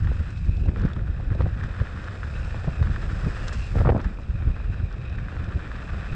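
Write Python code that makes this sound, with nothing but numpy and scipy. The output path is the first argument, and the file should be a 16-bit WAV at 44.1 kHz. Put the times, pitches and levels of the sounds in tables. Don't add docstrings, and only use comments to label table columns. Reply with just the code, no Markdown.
import sys
import numpy as np
from scipy import signal
from scipy.fft import rfft, irfft, next_fast_len
from scipy.io import wavfile
from scipy.ndimage import uniform_filter1d, map_coordinates

SR = 44100
rng = np.random.default_rng(int(sys.argv[2]) if len(sys.argv) > 2 else 0)


def wav_out(sig):
    wavfile.write(sys.argv[1], SR, np.round(np.clip(np.atleast_2d(sig).T, -1, 1) * 32767).astype(np.int16))


N = 271215
TIME = np.arange(N) / SR


def amp(db):
    return 10 ** (np.asarray(db) / 20)


def unit(x):
    return x / np.sqrt(np.mean(x ** 2) + 1e-20)


def levelled(x, span_s):
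    count = max(int(span_s * SR), 8)
    power = uniform_filter1d(uniform_filter1d(x ** 2, count), count)
    return x / np.sqrt(abs(power) + 1e-12)


def follow(rows):
    times, *columns = np.transpose(rows)
    return [np.interp(TIME, times, column) for column in columns]


def stretch(start, end, fade_s=0.042):
    return np.clip(np.minimum(TIME - start, end - TIME) / fade_s + .5, 0, 1)


def add(mix, s, sound):
    part = mix[max(round(s * SR), 0):][:len(sound)]
    part += sound[:len(part)]


def add_crest(mix, s, db, sound):
    power = uniform_filter1d(sound ** 2, size=90)
    add(mix, s - power.argmax() / SR, amp(db) * sound / np.sqrt(power.max()))


def colour(x, tone):
    size = next_fast_len(len(x) + 4096)
    hz, db = np.transpose(tone)
    log_hz = np.log(abs(np.fft.fftfreq(size, 1 / SR)) + 1)
    log_gain = np.log(amp(np.interp(log_hz, np.log(hz), db)))
    response = np.exp(signal.hilbert(log_gain).conj())
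    return np.fft.ifft(np.fft.fft(x, size) * response).real[:len(x)]


def focus(tone, hz, cut_db, octaves=1):
    return [(f, db - cut_db * min(abs(np.log2(f / hz)) / octaves, 1)) for f, db in tone]


def drift(rate_hz):
    size = 8192
    hz = np.fft.rfftfreq(size, TIME[-1] / size)
    slow = irfft(rfft(rng.standard_normal(size)) / (1 + (hz / rate_hz) ** 4), size)
    return unit(np.interp(TIME, np.linspace(0, TIME[-1], size), slow))


def grains(per_s, spread_db):
    size = amp(spread_db * np.minimum(rng.exponential(1, N), 4))
    return size * rng.choice([-1, 1], N) * (rng.random(N) < per_s / SR)


def knock(chatter, tone):
    force = chatter * rng.standard_normal(len(chatter))
    force[chatter.argmax()] += 1
    return colour(force, tone)


# t/s, level/dB
SPEED = [(0.0, -62.5), (0.14, -61.5), (0.94, -66), (1.23, -65.5), (2.45, -59), (2.81, -60.5), (3.6, -55),
         (3.97, -63.5), (4.23, -65), (5.12, -65.5), (5.82, -62.5), (6.15, -61)]
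# start/s, end/s, drop in crunch/dB
LIFTS = [(0.345, 0.756, 6.5), (3.553, 3.76, 5.5), (4.125, 4.347, 5)]
# start/s, end/s, extra shaking/dB, extra crunch/dB
STRETCHES = [(-.1, 0.463, -5, -1), (0.59, 0.786, 9, -1.5), (0.778, 0.907, 11, 5.5),
             (0.959, 1.041, 10, -1.5), (1.024, 1.285, -2.5, -2), (1.297, 1.453, 5.5, 0.5),
             (1.59, 1.895, 0.5, 2.5), (1.955, 2.099, 3, 2.5), (2.784, 3.496, 2, 1.4), (3.732, 3.834, 7, 5),
             (3.834, 3.977, 4, -5.5), (3.95, 4.13, 7.5, 0.5), (4.354, 5.1, -1.5, -1),
             (5.309, 6.299, 2.5, 2.5)]

def trail(cruise_db=-60.5):
    speed_db = follow(SPEED)[0] - cruise_db
    lift_db = sum(db * stretch(start, end) for start, end, db in LIFTS)
    shake_db, rocks_db = sum(np.outer(dbs, stretch(start, end)) for start, end, *dbs in STRETCHES)
    return speed_db, lift_db, shake_db, rocks_db


# t/s, level/dB
AIR_FLOW = [(0.0, -28), (0.1, -22.5), (0.33, -34), (0.45, -24.5), (0.65, -25.5), (0.99, -33.5), (1.47, -27),
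            (1.93, -34.5), (2.91, -30), (3.58, -32.5), (3.9, -25), (4.08, -35.5), (4.3, -35), (4.5, -30.5),
            (5.94, -36), (6.15, -34.5)]
# f/Hz, level/dB
RUMBLE_TONE = [(8.8, -31.5), (15, -8), (43, 5), (77, 1.5), (111, -2.5), (162, -11.5), (296, -28.5),
               (335, -24.5), (400, -45.5), (520, -50), (880, -120)]
FLUTTER_TONE = [(100, -23.5), (180, 9.5), (240, -0.5), (320, -2.5), (420, -5.5), (600, -15.5), (900, -22),
                (1500, -40), (4000, -75.5)]

def wind(shake_db, lift_db, cruise_flow_db=-34.5, gusty_db=2.5):
    flow_db = follow(AIR_FLOW)[0] - cruise_flow_db + gusty_db * drift(rate_hz=6.1)
    churn = churning_air()
    rumble = levelled(colour(rng.standard_normal(N), RUMBLE_TONE), span_s=0.043)
    swirls = rng.standard_normal(N) * amp(3.06 * drift(rate_hz=130))
    flutter = levelled(colour(swirls, FLUTTER_TONE), span_s=0.093)
    rumble_gain = amp(-32 + flow_db + 0.17 * shake_db) + amp(-16) * churn
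    flutter_gain = amp(-46.5 + shake_db - 0.1 * lift_db) + amp(-30) * churn
    return rumble * rumble_gain + flutter * flutter_gain


# t/s, level/dB, f/Hz
SHOVES = [(0.045, -18, 70), (.073, -37, 79), (0.096, -21, 90), (0.115, -18, 95), (0.208, -12, 70),
          (0.494, -12.5, 89), (0.621, -19, 91), (0.69, -7, 72), (0.78, -24, 69), (0.829, -25, 75.6),
          (0.852, -10, 148), (1.1, -16, 62), (1.227, -19, 77), (1.278, -15, 52), (1.319, -13, 100),
          (1.409, -14, 100), (1.429, -18, 104), (1.443, -12, 77.5), (1.471, -15, 116), (1.648, -16, 62),
          (1.816, -11, 104), (2.685, -13, 129), (2.803, -14.5, 75), (2.817, -12, 106), (2.898, -17.5, 75),
          (3.043, -19, 59.5), (3.243, -18.5, 119), (3.269, -14, 141), (3.748, -13, 86.6), (3.769, -7.5, 63),
          (3.807, -13, 99), (3.819, -21, 111.2), (3.862, -7, 107), (3.877, -16, 110), (3.905, -10, 98),
          (3.93, -15, 109), (3.966, -9.5, 83), (4.066, -14, 63.5), (4.299, -15.5, 61), (4.35, -15.5, 90),
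          (4.416, -15, 66), (4.478, -7.5, 58.3), (4.506, -19, 60), (4.698, -16, 81), (4.802, -23, 80),
          (4.839, -15, 84.2), (5.486, -18.5, 76.6), (5.563, -12.5, 66.2), (6.13, -19, 98)]

def thumps(cycles=0.54, phase_rad=1.0):
    out, t = np.zeros(N), np.arange(-2000, 2000) / SR
    for s, db, hz in SHOVES:
        swing = np.sin(2 * np.pi * hz * t + phase_rad) / np.cosh(t * hz * 1.53 / cycles)
        add(out, s + t[0], amp(db) * swing * signal.windows.tukey(len(t), .5))
    return out


def churning_air(width_s=0.013):
    crests, t = np.zeros(N), np.arange(-6000, 6001) / SR
    for s, db, _ in SHOVES:
        add(crests, s, np.array([amp(db)]))
    return signal.oaconvolve(crests, np.exp(-(t / width_s) ** 2), "same")


# start/s, end/s, level/dB
SCRAPES = [(0.68, 0.694, -42.5), (1.405, 1.422, -37.5), (3.776, 3.804, -48), (3.857, 3.867, -33.5),
           (3.876, 3.88, -35), (3.885, 3.905, -34), (3.95, 3.983, -42.5), (3.993, 4.009, -38.5),
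           (4.041, 4.052, -33.5)]
# f/Hz, level/dB
STRAP_TONE = [(200, -24), (450, -19), (800, 0), (1080, 8.5), (1500, 2.5), (2100, -1.5), (3000, -13),
              (4200, -16.5), (6000, -35.5), (9000, -44), (13000, -70)]

def harness_scrapes(ragged_db=6.5):
    gain = sum(amp(db) * stretch(start, end, fade_s=0.0068) for start, end, db in SCRAPES)
    slips = grains(per_s=2100, spread_db=5.5) * amp(ragged_db * drift(rate_hz=250))
    return gain * levelled(colour(slips, STRAP_TONE), span_s=0.016)


# t/s, relative level/dB, length/s, f/Hz, treble edge/Hz
CLACKS = [(0.117, -31.5, 0.0034, 350, 1800), (0.581, -36, 0.0075, 490, 695),
          (0.662, -35, 0.0045, 800, 1000), (0.686, -33, 0.0056, 300, 2500), (0.853, -21, 0.0041, 245, 524),
          (1.193, -42, 0.0025, 900, 1400), (1.203, -36, 0.0048, 1040, 1350),
          (1.353, -31, 0.0082, 400, 1190), (1.407, -23, 0.0057, 1150, 1500),
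          (1.465, -26.5, 0.0065, 500, 850), (1.819, -28, 0.0055, 395, 3000),
          (2.546, -33, 0.0062, 600, 2000), (2.645, -30, 0.0035, 503, 1000),
          (2.677, -25.5, 0.013, 400, 1000), (2.829, -38, 0.0048, 600, 2000), (3.275, -27, 0.022, 397, 910),
          (3.757, -23.5, 0.0035, 604, 890), (3.77, -22, 0.0056, 503, 800), (3.787, -26, 0.0037, 1200, 1700),
          (3.808, -25.5, 0.0076, 900, 1400), (3.815, -21.5, 0.0051, 600, 1000),
          (3.851, -23, 0.003, 1210, 1790), (3.858, -19.5, 0.005, 686, 4500),
          (3.873, -20.5, 0.0051, 1060, 2800), (3.881, -19.5, 0.0014, 603, 2520),
          (3.893, -12, 0.0051, 800, 3000), (3.901, -16, 0.0021, 810, 3800),
          (3.922, -21.5, 0.004, 800, 1700), (3.93, -21, 0.0042, 450, 900), (3.95, -18, 0.0077, 700, 1600),
          (3.964, -22, 0.0042, 550, 900), (3.979, -25.5, 0.0063, 557, 1200),
          (3.996, -27.5, 0.014, 1130, 1250), (4.188, -35.5, 0.0024, 850, 1200),
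          (4.197, -37.5, 0.0061, 987, 1190)]
# f/Hz, level/dB
MOUNT_TONE = [(120, -7.5), (230, 9.5), (330, 2), (400, 1), (500, 3), (610, -2.5), (720, -1.5), (950, -7),
              (1300, -7.5), (1900, -18), (2800, -27.5), (4500, -39.5), (9000, -65), (13000, -90.5)]

def mount_clacks(gain_db=-1, chatter_db=-17, tail_db=-15, dull_db=18):
    out, t = np.zeros(N), np.arange(-600, 2400) / SR
    for s, db, length, hz, edge_hz in CLACKS:
        burst = np.exp(-(1.6 * t / length) ** 2)
        tail = amp(tail_db) * (t >= 0) * np.exp(-abs(t) / length / 2)
        tone = [(f, level - dull_db * np.clip(np.log2(f / edge_hz), 0, 1))
                for f, level in focus(MOUNT_TONE, hz, cut_db=4)]
        add_crest(out, s, db + gain_db, knock(amp(chatter_db) * (burst + tail), tone))
    return out


# start/s, end/s, level/dB
TICK_RUNS = [(3.76, 3.788, -40), (3.808, 3.813, -31.5), (3.829, 3.837, -40)]

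def camera_ticks(ticks_per_s=188, decay_s=.0001, spread_db=1):
    out, t = np.zeros(N), np.arange(100) / SR
    for start, end, db in TICK_RUNS:
        for s in np.arange(start, end, 1 / ticks_per_s):
            peak = amp(db + spread_db * rng.standard_normal()) * rng.choice([-1, 1])
            add(out, s, peak * np.exp(-t / decay_s))
    return out


# f/Hz, level/dB, ring time/s
METAL_NOTES = [(2574, -1, 0.15), (3680, -5.5, 0.11), (4600, -2, 0.19), (5200, -3.5, 0.13), (6800, -1, 0.24),
               (7400, -1.5, 0.25)]

def metal_ringing(bike):
    t = np.arange(12000) / SR
    rings = np.zeros(len(t))
    for hz, db, ring_s in METAL_NOTES:
        scale = 2 * np.log(1000) / (ring_s * SR)
        rings += scale * amp(db - 60 * t / ring_s) * np.sin(2 * np.pi * hz * t)
    return signal.oaconvolve(bike, rings)[:N]


# t/s, level/dB, ring time/s, f/Hz
CLINKS = [(0.303, -45.5, 0.043, 7050), (0.373, -46.5, 0.07, 3800), (0.455, -53, 0.06, 3850),
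          (0.568, -45.5, 0.026, 3700), (0.66, -47, .018, 4000), (.69, -48, 0.017, 3550),
          (0.795, -52, .026, 4930), (0.816, -44, 0.022, 3670), (0.851, -45, 0.035, 3880),
          (0.887, -50, 0.033, 4600), (0.933, -39, 0.016, 3700), (1.348, -46.5, 0.031, 3520),
          (1.406, -48, 0.08, 2950), (1.638, -44.5, 0.018, 6500), (1.817, -47, .02, 3660),
          (2.041, -40.5, 0.029, 3800), (2.064, -48, 0.038, 3400), (2.827, -49, .03, 3566),
          (3.481, -28, 0.018, 4900), (3.527, -36.5, 0.11, 6000), (3.977, -48, 0.022, 5970),
          (4.014, -46, 0.013, 4500), (4.042, -43.5, 0.04, 4374), (4.741, -50, 0.034, 3000),
          (4.925, -45.5, 0.022, 4670), (5.096, -47, 0.022, 4064), (5.442, -42, 0.027, 3600)]
# f/Hz, level/dB
METAL_TONE = [(1200, -14), (1800, -1), (2600, 1), (3800, 2), (4600, -1), (5600, 0), (6800, -6), (7600, -4),
              (8600, -12), (10000, -34), (14000, -60)]

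def chain_clinks(rise_s=0.00071):
    out, t = np.zeros(N), np.arange(4000) / SR
    for s, db, ring_s, hz in CLINKS:
        contact = (1 - np.exp(-t / rise_s)) * amp(-60 * t / ring_s)
        clink = colour(rng.standard_normal(len(t)) * contact, focus(METAL_TONE, hz, cut_db=9))
        add(out, s, amp(db) * clink / abs(clink).max())
    return out


# t/s, f/Hz, level/dB
WHINE = [(3.15, 2550, -80), (3.27, 2563, -57), (3.37, 2655, -53), (3.46, 2770, -53), (3.54, 2630, -63),
         (3.62, 2660, -58), (3.68, 2700, -64), (3.75, 2700, -69)]

def tread_whine(width_hz=90, waver_hz=35, flicker_db=2):
    hz, level_db = follow(WHINE)
    note = np.exp(2j * np.pi * np.cumsum(hz + waver_hz * drift(rate_hz=30)) / SR)
    pole = np.exp(-np.pi * width_hz / SR)
    noise = rng.standard_normal(N) + 1j * rng.standard_normal(N)
    slow_noise = signal.lfilter([1], np.poly([pole, pole]), noise)
    band = levelled((slow_noise * note).real, span_s=0.064)
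    return band * amp(level_db + flicker_db * drift(rate_hz=21))


# t/s, f/Hz, level/dB
WHIRR = [(0, 2600, -59), (.37, 2600, -56.5), (.65, 2519, -56), (.95, 2506, -63), (1.35, 2508, -59.5),
         (1.68, 2540, -58.5), (2.1, 2496, -59.5), (2.37, 2562, -53.5), (3.05, 2509, -56.5),
         (3.4, 2603, -61), (3.52, 2525, -53), (3.63, 2594, -46), (3.72, 2450, -55), (3.8, 2520, -62),
         (4.35, 2507, -58), (4.68, 2540, -56), (4.95, 2514, -57.5), (5.1, 2490, -52), (5.3, 2500, -58),
         (5.62, 2520, -56), (5.9, 2537, -54), (6.15, 2514, -51.5)]
# f/Hz, level/dB
SHELL_TONE = [(1800, -30.5), (2250, -14), (2420, -5), (2530, -3), (2660, -6.5), (2850, -21.5), (3450, -25),
              (3850, -13.5), (4300, -34), (5100, -26.5), (5700, -34), (6900, -43), (7400, -37.5),
              (9000, -55.5), (12000, -78.5)]

def freehub(shell_hz=2530, flicker_db=2.0, waver=0.019):
    hz, level_db = follow(WHIRR)
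    ticks = grains(per_s=500, spread_db=-2.5) * amp(flicker_db * drift(rate_hz=36))
    rasp = levelled(colour(ticks, SHELL_TONE), span_s=0.26)
    position = np.cumsum(hz / shell_hz + waver * drift(rate_hz=8))
    return amp(level_db) * map_coordinates(rasp, [position], order=3, mode="wrap")


# f/Hz, level/dB
TYRE_TONE = [(200, -25.5), (380, -8), (500, 1), (640, -2), (760, -4), (950, -17.5), (1500, -35.5),
             (4000, -68.5)]

def tyre_drumming(speed_db, lift_db, shake_db, cruise_db=-51):
    drum = levelled(colour(grains(per_s=2000, spread_db=1), TYRE_TONE), span_s=0.21)
    return drum * amp(cruise_db + 0.27 * speed_db - lift_db + 1.1 * np.minimum(shake_db, 0))


# t/s, level/dB, f/Hz
STONES = [(0.072, -33, 1150), (0.692, -38, 1700), (0.761, -32, 1300), (0.837, -35.5, 1600),
          (0.88, -37, 1510), (0.965, -37, 1430), (0.993, -39, 1490), (1.078, -40, 1700), (1.147, -44, 1400),
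          (1.304, -37.5, 1657), (1.323, -37.5, 1550), (1.458, -42, 1480), (1.603, -37, 1290),
          (1.612, -35, 1590), (1.638, -30.5, 1450), (1.747, -36, 1400), (1.801, -29.5, 1500),
          (1.871, -34.5, 1660), (1.974, -40, 1560), (2.002, -41, 1430), (2.044, -53, 1630),
          (2.077, -35, 1400), (2.084, -30, 1480), (2.232, -28, 1476), (2.827, -28.5, 1530),
          (2.872, -33.5, 1390), (2.961, -28.5, 1295), (3.099, -33.5, 1370), (3.146, -38, 1510),
          (3.318, -35, 1350), (3.483, -42, 1700), (3.525, -32.5, 1520), (4.045, -40, 1820),
          (4.424, -38, 1560), (4.565, -37.5, 1433), (4.601, -36, 1160), (4.743, -37, 1570),
          (5.185, -34.5, 1660), (5.285, -36, 1665), (5.367, -34.5, 1500), (5.506, -38, 1300),
          (5.66, -35.5, 1680), (5.716, -31.5, 1450), (5.785, -39, 1500), (5.896, -38.5, 1500),
          (6.045, -35, 1475)]
# f/Hz, level/dB
STONE_TONE = [(400, -17.5), (900, -5), (1300, 0), (1750, 1.5), (2200, -14), (3700, -20), (5000, -36.5),
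              (9000, -58.5), (13000, -78.5)]

def stone_knocks(chatter_db=-19, snap_s=.0025, spray_db=-19, spray_s=0.026):
    out, t = np.zeros(N), np.arange(2600) / SR
    chatter = amp(chatter_db) * (np.exp(-t / snap_s) + amp(spray_db) * np.exp(-t / spray_s))
    for s, db, hz in STONES:
        add_crest(out, s, db, knock(chatter, focus(STONE_TONE, hz, cut_db=4, octaves=0.5)))
    return out


# f/Hz, level/dB
GRAVEL_TONE = [(300, -11.5), (500, -5), (750, -5.5), (930, -3), (1200, 4), (1480, 6), (1780, 4.5),
               (2150, -7), (2900, -11), (3800, -12), (4300, -20), (6000, -32.5), (9000, -67.5)]
SAND_TONE = [(1500, 5.5), (3000, 1.5), (3900, -2.5), (4300, -2), (5150, 2.5), (5900, -6), (6400, -4.5),
             (6850, -9), (7400, -3), (8200, -8), (9200, -16.5), (11000, -33.5), (15000, -50)]
FIZZ_TONE = [(6000, -28.5), (8400, 3), (9400, 8), (10500, -12), (12000, -28.5), (15000, -47.5)]

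def gravel_crunch(speed_db, lift_db, rocks_db, surge_db=3.1):
    bite = drift(rate_hz=30)
    gravel = grains(per_s=2800, spread_db=3.2) * amp(1.7 * bite + surge_db * drift(rate_hz=7))
    grit = grains(per_s=4400, spread_db=2) * amp(0.95 * bite)
    crunch = levelled(colour(gravel, GRAVEL_TONE), span_s=0.059)
    sand = levelled(colour(grit, SAND_TONE), span_s=0.088)
    fizz = unit(colour(grit * amp(2 * bite), FIZZ_TONE))
    crunch_db = -46 + 0.56 * speed_db - lift_db + rocks_db
    sand_db = -55.5 + 1.35 * speed_db + 0.34 * rocks_db
    fizz_db = -90 + 1.7 * speed_db
    return crunch * amp(crunch_db) + sand * amp(sand_db) + fizz * amp(fizz_db)


def scene():
    speed_db, lift_db, shake_db, rocks_db = trail()
    camera = wind(shake_db, lift_db) + thumps() + mount_clacks() + harness_scrapes() + camera_ticks()
    tyres = gravel_crunch(speed_db, lift_db, rocks_db) + tyre_drumming(speed_db, lift_db, shake_db)
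    bike = tyres + stone_knocks() + freehub() + tread_whine() + chain_clinks()
    return (camera + bike + metal_ringing(bike))[None]


def record(dry, cutoff_hz=15700):
    lowpass = signal.firwin(511, cutoff_hz, window=("kaiser", 9), fs=SR)
    return signal.oaconvolve(dry, lowpass[None], "same")


dry = scene()
out = record(dry)
wav_out(out)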